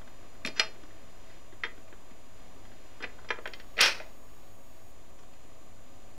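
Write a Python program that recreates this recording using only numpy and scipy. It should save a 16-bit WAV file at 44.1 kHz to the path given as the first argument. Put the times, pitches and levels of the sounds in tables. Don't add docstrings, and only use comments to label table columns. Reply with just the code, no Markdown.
import sys
import numpy as np
from scipy import signal
from scipy.fft import rfft, irfft, next_fast_len
from scipy.io import wavfile
from scipy.ndimage import map_coordinates

SR = 44100
rng = np.random.default_rng(int(sys.argv[2]) if len(sys.argv) > 2 else 0)


def put_to_file(sound):
    columns = np.atleast_2d(sound).T
    safe = np.clip(columns, -1, 1)
    whole_steps = np.round(safe * 32767)
    wavfile.write(sys.argv[1], SR, whole_steps.astype(np.int16))


N = 272521
SECONDS = np.arange(N) / SR

# (frequency [Hz], relative level [dB], t60 before clipping and ring share [s])
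DECK_MODES = [(470.5, -5.5, 0.36), (641, -2, 0.65), (895, -5.5, 0.19), (1016, -9.5, 0.3), (1224, -53, 0.18),
              (1357, -18, 0.55), (1546, -11.5, 0.17), (1898, -13.5, 0.039), (2015, -1.5, 0.33),
              (2413, -4.5, 0.21), (2508, 5.5, 0.038), (2890, -11, 0.067), (2766, -7, 0.16), (3200, 0, 0.12),
              (3450, -3, 0.05), (3476, -11.5, 0.047), (4440, -17, 0.096), (4355, 4.5, 0.029),
              (4810, -49, 0.063), (4840, 2, 0.03), (5400, -44, 0.16), (5500, 2.5, 0.1), (6050, -7, 0.073),
              (6150, -27, 0.066), (6568, -68, 0.13), (7640, 2, 0.2), (7488, -21, 0.091), (7709, -35, 0.1)]
# thump, knock, plate, steel, crack [Hz]
REGION_CENTRES = [560, 1950, 3500, 5300, 9600]
REGION_WIDTHS = [1.186, 1.113, 0.69, 0.66, 2.34]


def amp(db):
    return 10 ** (np.asarray(db) / 20)


def unit(x):
    return x / np.sqrt(np.mean(x ** 2) + 1e-20)


def along(points, hz):
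    point_hz, values = np.transpose(points)
    return np.interp(np.log(hz + 1), np.log(point_hz + 1), values)


def filtered(x, response):
    size = next_fast_len(x.shape[-1] + 8192)
    hz = np.fft.rfftfreq(size, 1 / SR)
    return irfft(rfft(x, size) * response(hz), size)[..., :x.shape[-1]]


def region(x, centre_hz, width):
    def response(hz):
        resonance = width * centre_hz / (centre_hz ** 2 - hz ** 2 + 1j * hz * width * centre_hz)
        return (hz * centre_hz) ** 2 * resonance ** 4

    return filtered(x, response)


def wobble(rate):
    knots = rng.standard_normal(int(N * rate / SR) + 4)
    return map_coordinates(knots, [np.arange(N) * rate / SR])


def dying(t60s):
    hz, t, spectrum = signal.stft(rng.standard_normal(SR // 2), SR, nperseg=128)
    fading = spectrum * amp(-60 * t / along(t60s, hz)[:, None])
    tail = signal.istft(fading, SR, nperseg=128)[1]
    return tail / np.linalg.norm(tail)


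def plate_level(steel_db):
    return -0.5 + 0.45 * steel_db


def knocks():
    hollow_hz, hollow_width, hollow_db = 1166, 0.54, -18.5
    trim_db = -2.5
    out = np.zeros(N + SR)
    t = np.arange(SR // 6) / SR
    mode_hz, mode_db, mode_t60 = np.transpose(DECK_MODES)[:, :, None]
    for s, db, thump_db, steel_db, crack_db, thump_hz, knock_hz, share in contacts(count=7):
        life = np.clip(share, .1, 2)
        plate_hz, steel_hz = REGION_CENTRES[2:4] * np.exp(.06 * rng.standard_normal(2))

        chance = rng.standard_normal((len(DECK_MODES), 2))
        ring_s = life * np.clip(mode_t60, .03, .13)
        envelopes = amp(mode_db + 3.24 * chance[:, :1] - 60 * t / ring_s)
        scattered_hz = mode_hz * (1 + 0.0088 * chance[:, 1:])
        ring = np.sum(envelopes * np.sin(2 * np.pi * scattered_hz * t), 0)

        noise = rng.standard_normal(len(t))
        burst_fall = amp(-60 * t / (life * 0.12)) + 2.2 * amp(-60 * t / 0.026)
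        body = ring + amp(8) * noise * (1 - np.exp(-t / 0.0011)) * burst_fall
        crack = noise * (amp(-60 * t / (life * 0.038)) + 0.27 * amp(-60 * t / (life * 0.2)))

        sounds = [(body, thump_db, thump_hz),
                  (body, 0, knock_hz),
                  (body, plate_level(steel_db), plate_hz),
                  (body, steel_db, steel_hz),
                  (crack, crack_db, REGION_CENTRES[-1]),
                  (body, hollow_db, hollow_hz)]
        start = round(s * SR)
        for (sound, part_db, centre_hz), width in zip(sounds, REGION_WIDTHS + [hollow_width]):
            part = region(sound, centre_hz, 0.76 * width)
            out[start:start + len(t)] += amp(db + part_db + trim_db) * part / np.max(np.abs(part))
    return out[:N]


def contacts(count):
    # (time [s], knock peak before the common trim [dB], case thump over the knock [dB],
    # steel over the knock [dB], crack over the knock [dB], thump [Hz], knock [Hz],
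    # share of the deck's ring time [ratio])
    lever_knocks = [(0.0143, -43.5, -12, -21, -30, 240, 1530, 0.79),
                    (0.0759, -43, -8, -18, -28, 302, 1500, 0.8), (0.349, -48, -8, -19, -26, 590, 1530, .47),
                    (0.4492, -17.5, -13, -15, -19, 272, 2440, 0.54),
                    (0.4604, -32.5, -1.5, 5.5, 1.5, 610, 2620, 0.6),
                    (0.4726, -21.5, -13, -10, -12, 263, 2470, 0.34),
                    (0.4824, -35.5, 3, 3, -11, 374, 2620, 0.34),
                    (0.487, -35.5, -3, -11, -29, 680, 2320, 0.71),
                    (0.596, -11.5, -18.5, 0, -8.5, 494, 2110, 0.24),
                    (0.6024, -14, -11.5, -11.5, -15, 973, 2680, 0.93),
                    (0.6394, -37, -9, -10, -33, 620, 2340, 0.35),
                    (0.835, -46.5, 2, -10, -21, 312, 1440, 0.4),
                    (0.9058, -47, -8, -24, -27, 300, 2040, 0.96),
                    (1.6358, -17.5, -23.5, -20.5, -50, 445, 1970, 0.76),
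                    (1.6489, -25.5, -14, -20, -46, 464, 2010, 0.82),
                    (1.8781, -49, -4, -15, -21, 620, 2490, 0.71),
                    (1.926, -41, -2, -30, -29, 415, 1680, 0.56),
                    (2.1091, -46.5, 0, -18, -22, 223, 2400, .7),
                    (2.651, -46, -21, -15, -26, 231, 1550, 0.59),
                    (3.0039, -37.5, -1, -21, -29, 370, 1530, 1),
                    (3.025, -32.5, -13, -4, -17, 380, 2100, 0.64),
                    (3.0415, -23.5, -30, -27, -43, 366, 2560, 0.54),
                    (3.1852, -40.5, -21, -25, -26, 290, 1560, 1.4),
                    (3.246, -43, -1, -19, -29, 480, 1490, 0.99),
                    (3.2879, -32.5, -12, -7.5, -36, 396, 2250, 0.79),
                    (3.3046, -14, -11.5, -23.5, -37, 495, 1840, 0.65),
                    (3.3864, -35, 3.5, -24, -35, 527, 1600, 0.36),
                    (3.4561, -23, -11, -22, -35, 670, 1830, 0.55),
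                    (3.4744, -31, -7, -10, -12, 417, 2030, 0.35),
                    (3.5347, -32, -25.5, 0, -34, 608, 2080, 0.68),
                    (3.5984, -38.5, -10.5, -6.5, -26, 570, 2010, 0.81),
                    (3.7683, -33, -1.5, -13, -37, 650, 2380, 0.72),
                    (3.7788, -25.5, -9, -11.5, -26, 483, 1940, 0.46),
                    (3.7886, -13.5, -14.5, -23, -29, 846, 2450, 0.82),
                    (3.8068, -10.5, -25, -2, -23, 260, 2140, 0.45),
                    (3.8118, -15, -16, -5, 3.5, 433, 3300, 0.46),
                    (3.9994, -32, -2.5, -15, -33, 696, 1950, 1.1),
                    (5.1875, -52, -9, -2, -19, 261, 1540, 0.99),
                    (5.2322, -50, -23, -12, -18, 258, 1420, 0.9),
                    (5.3345, -53, -10, -7, -20, 258, 2580, 0.78)]
    # (thump over the knock [dB], steel [dB], crack [dB], thump [Hz], knock [Hz], share [ratio])
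    lever_colour = (-20, -2.5, -32.5, 716, 2245, 1.13)
    tick_colour = (0.5, -19, -31, 334, 1700, 0.8)
    first_s, first_gap_s, gap_grows = 3.8224, 0.0064, 1.26
    rattle_db, loss_db = -13.5, 0.46
    ticks_per_s, tick_floor_db, tick_spread_db, cycle_end_s = 3, -50.5, 2.1, 4.2

    when = first_s + first_gap_s * (gap_grows ** np.arange(count) - 1) / (gap_grows - 1)
    rattle = [(s, rattle_db - loss_db * j ** 2, *lever_colour) for j, s in enumerate(when)]

    gaps, sizes = rng.exponential(size=(2, 3 * count))
    tick_times = np.cumsum(gaps) / ticks_per_s
    ticks = [(s, tick_floor_db + tick_spread_db * size, *tick_colour)
             for s, size in zip(tick_times, sizes) if s < cycle_end_s]
    return lever_knocks + rattle + ticks


def clatter():
    # (start [s], rise [s], hold [s], first fall [dB/s], knock level in the hold [dB],
    # case thump over the knock [dB], steel over the knock [dB], crack over the knock [dB])
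    slides = [(0.546, 0.023, 0.029, 3000, -45.5, -22, -2.5, -28),
              (3.01, 0.031, 0.0018, 1000, -33.5, -3.5, -20, -29),
              (3.785, 0.013, 0.004, 888, -28, -19, -16, -37),
              (3.796, 0.012, 0.057, 303, -26, -11.5, -2, -11)]
    rise_db, knee_db, tail_slows = 25.5, 15.5, 0.54

    def deck_response(hz):
        total = 1.6
        for k, (mode_hz, mode_db, _) in enumerate(DECK_MODES):
            resonance = 150j * hz / (mode_hz * mode_hz - hz * hz + 150j * hz)
            total = total + (-1) ** k * amp(mode_db) * resonance
        return total

    grit = rng.standard_normal(N) * amp(np.minimum(4 * rng.exponential(size=N), 14))
    shaken = filtered(grit, deck_response) * amp(2.1 * wobble(130))
    parts = [unit(region(shaken, hz, width)) for hz, width in zip(REGION_CENTRES, REGION_WIDTHS)]

    out = np.zeros(N)
    for s, rise, hold, fall, db, thump_db, steel_db, crack_db in slides:
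        since = SECONDS - s
        lost_db = fall * np.maximum(since - rise - hold, 0)
        lost_db = np.minimum(lost_db, knee_db + tail_slows * (lost_db - knee_db))
        still_to_rise_db = rise_db * np.clip(1 - since / rise, 0, 1)
        shape = (since > 0) * amp(db - still_to_rise_db - lost_db)
        part_dbs = [thump_db, 0, plate_level(steel_db), steel_db, crack_db]
        out += shape * sum(part * amp(part_db) for part, part_db in zip(parts, part_dbs))
    return out


def room(x):
    # (frequency [Hz], t60 [s])
    room_decay = [(200, 0.81), (1500, 0.27), (5000, 0.24), (12000, 0.21)]
    wet, step = np.zeros(N + SR), SR // 4
    for start in range(0, N, step):
        tail = signal.fftconvolve(x[start:start + step], dying(room_decay))
        wet[start:start + len(tail)] += tail
    return np.pad(wet, (300, 0))[:N]


def hiss():
    # (frequency [Hz], relative density [dB per Hz])
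    noise_colour = [(12, -17.5), (22, -3.5), (30, -7.5), (45, -15), (80, -17), (150, -24), (260, -20),
                    (480, -24), (680, -22), (850, -29), (1180, -25), (1420, -37), (2500, -38.5),
                    (6000, -46), (9000, -49), (13900, -51), (15600, -54)]
    middle_from_hz, treble_from_hz = 1400, 6000
    unload_s = 4.2
    easing_s = [unload_s - .1, unload_s + 0.086]
    low_db = 4.5 + np.interp(SECONDS, easing_s, [-58.5, -60])
    middle_db = 1.02 + np.interp(SECONDS, easing_s, [-64.5, -66])
    noise = filtered(rng.standard_normal(N), lambda hz: amp(along(noise_colour, hz)))

    def band(low_hz, high_hz):
        return unit(filtered(noise, lambda hz: (hz >= low_hz) & (hz < high_hz)))

    low_db = low_db + .5 * wobble(1.39) + 0.45 * wobble(8.3)
    middle_db = middle_db + .5 * wobble(1.1) + 0.79 * wobble(7.4)
    low = band(0, middle_from_hz) * amp(low_db)
    middle = band(middle_from_hz, treble_from_hz) * amp(middle_db)
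    treble = band(treble_from_hz, SR) * amp(-68)
    return low + middle + treble


def mains_hum():
    # (multiple of the mains [ratio], level before wavering [dB rms])
    overtones = [(1.5, -76), (2, -67), (5, -73), (7, -82), (11, -72), (13, -71), (15, -75), (19, -79),
                 (23, -81.5)]
    mains_hz = 50.03
    hum = np.zeros(N)
    for multiple, db in overtones:
        level = amp(db + 3 + 3.0 * wobble(15))
        hum += level * np.sin(2 * np.pi * (multiple * mains_hz * SECONDS + rng.random()))
    return hum


def whine():
    # (multiple of the whine [ratio], level [dB rms])
    partials = [(1, -70.5), (2, -75)]
    whine_hz, flutter_hz, slip_turns = 6783.2, 23.9, .335
    turns = whine_hz * SECONDS + slip_turns * (flutter_hz * SECONDS % 1)
    return sum(amp(db) * np.sqrt(2) * np.sin(2 * np.pi * multiple * turns) for multiple, db in partials)


def channels(x, lag):
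    def turn(hz):
        half_turn = np.pi * hz * along(lag, hz) / SR
        return np.exp(1j * half_turn * np.array([[-1], [1]]))

    in_step = (SECONDS > 3.42) & (SECONDS < 4.92)
    return np.where(in_step, x, filtered(np.array([x, x]), turn))


def scene():
    # (frequency [Hz], lag [samples])
    changer_lag = [(250, 0.15), (700, 0.22), (1200, 0.75), (4000, 1), (15000, 0.99)]
    # (frequency [Hz], lag [samples])
    background_lag = [(500, 0.01), (1700, 0.069), (3500, 0.99), (6000, 1), (15000, 0.99)]
    changer = knocks() + clatter()
    in_room = changer + amp(-12.5) * room(changer)
    background = hiss() + mains_hum() + whine()
    return channels(in_room, changer_lag) + channels(background, background_lag)


def record(dry):
    offset, top_hz = -0.0141, 15725
    return offset + filtered(dry, lambda hz: hz < top_hz)


dry = scene()
out = record(dry)
put_to_file(out)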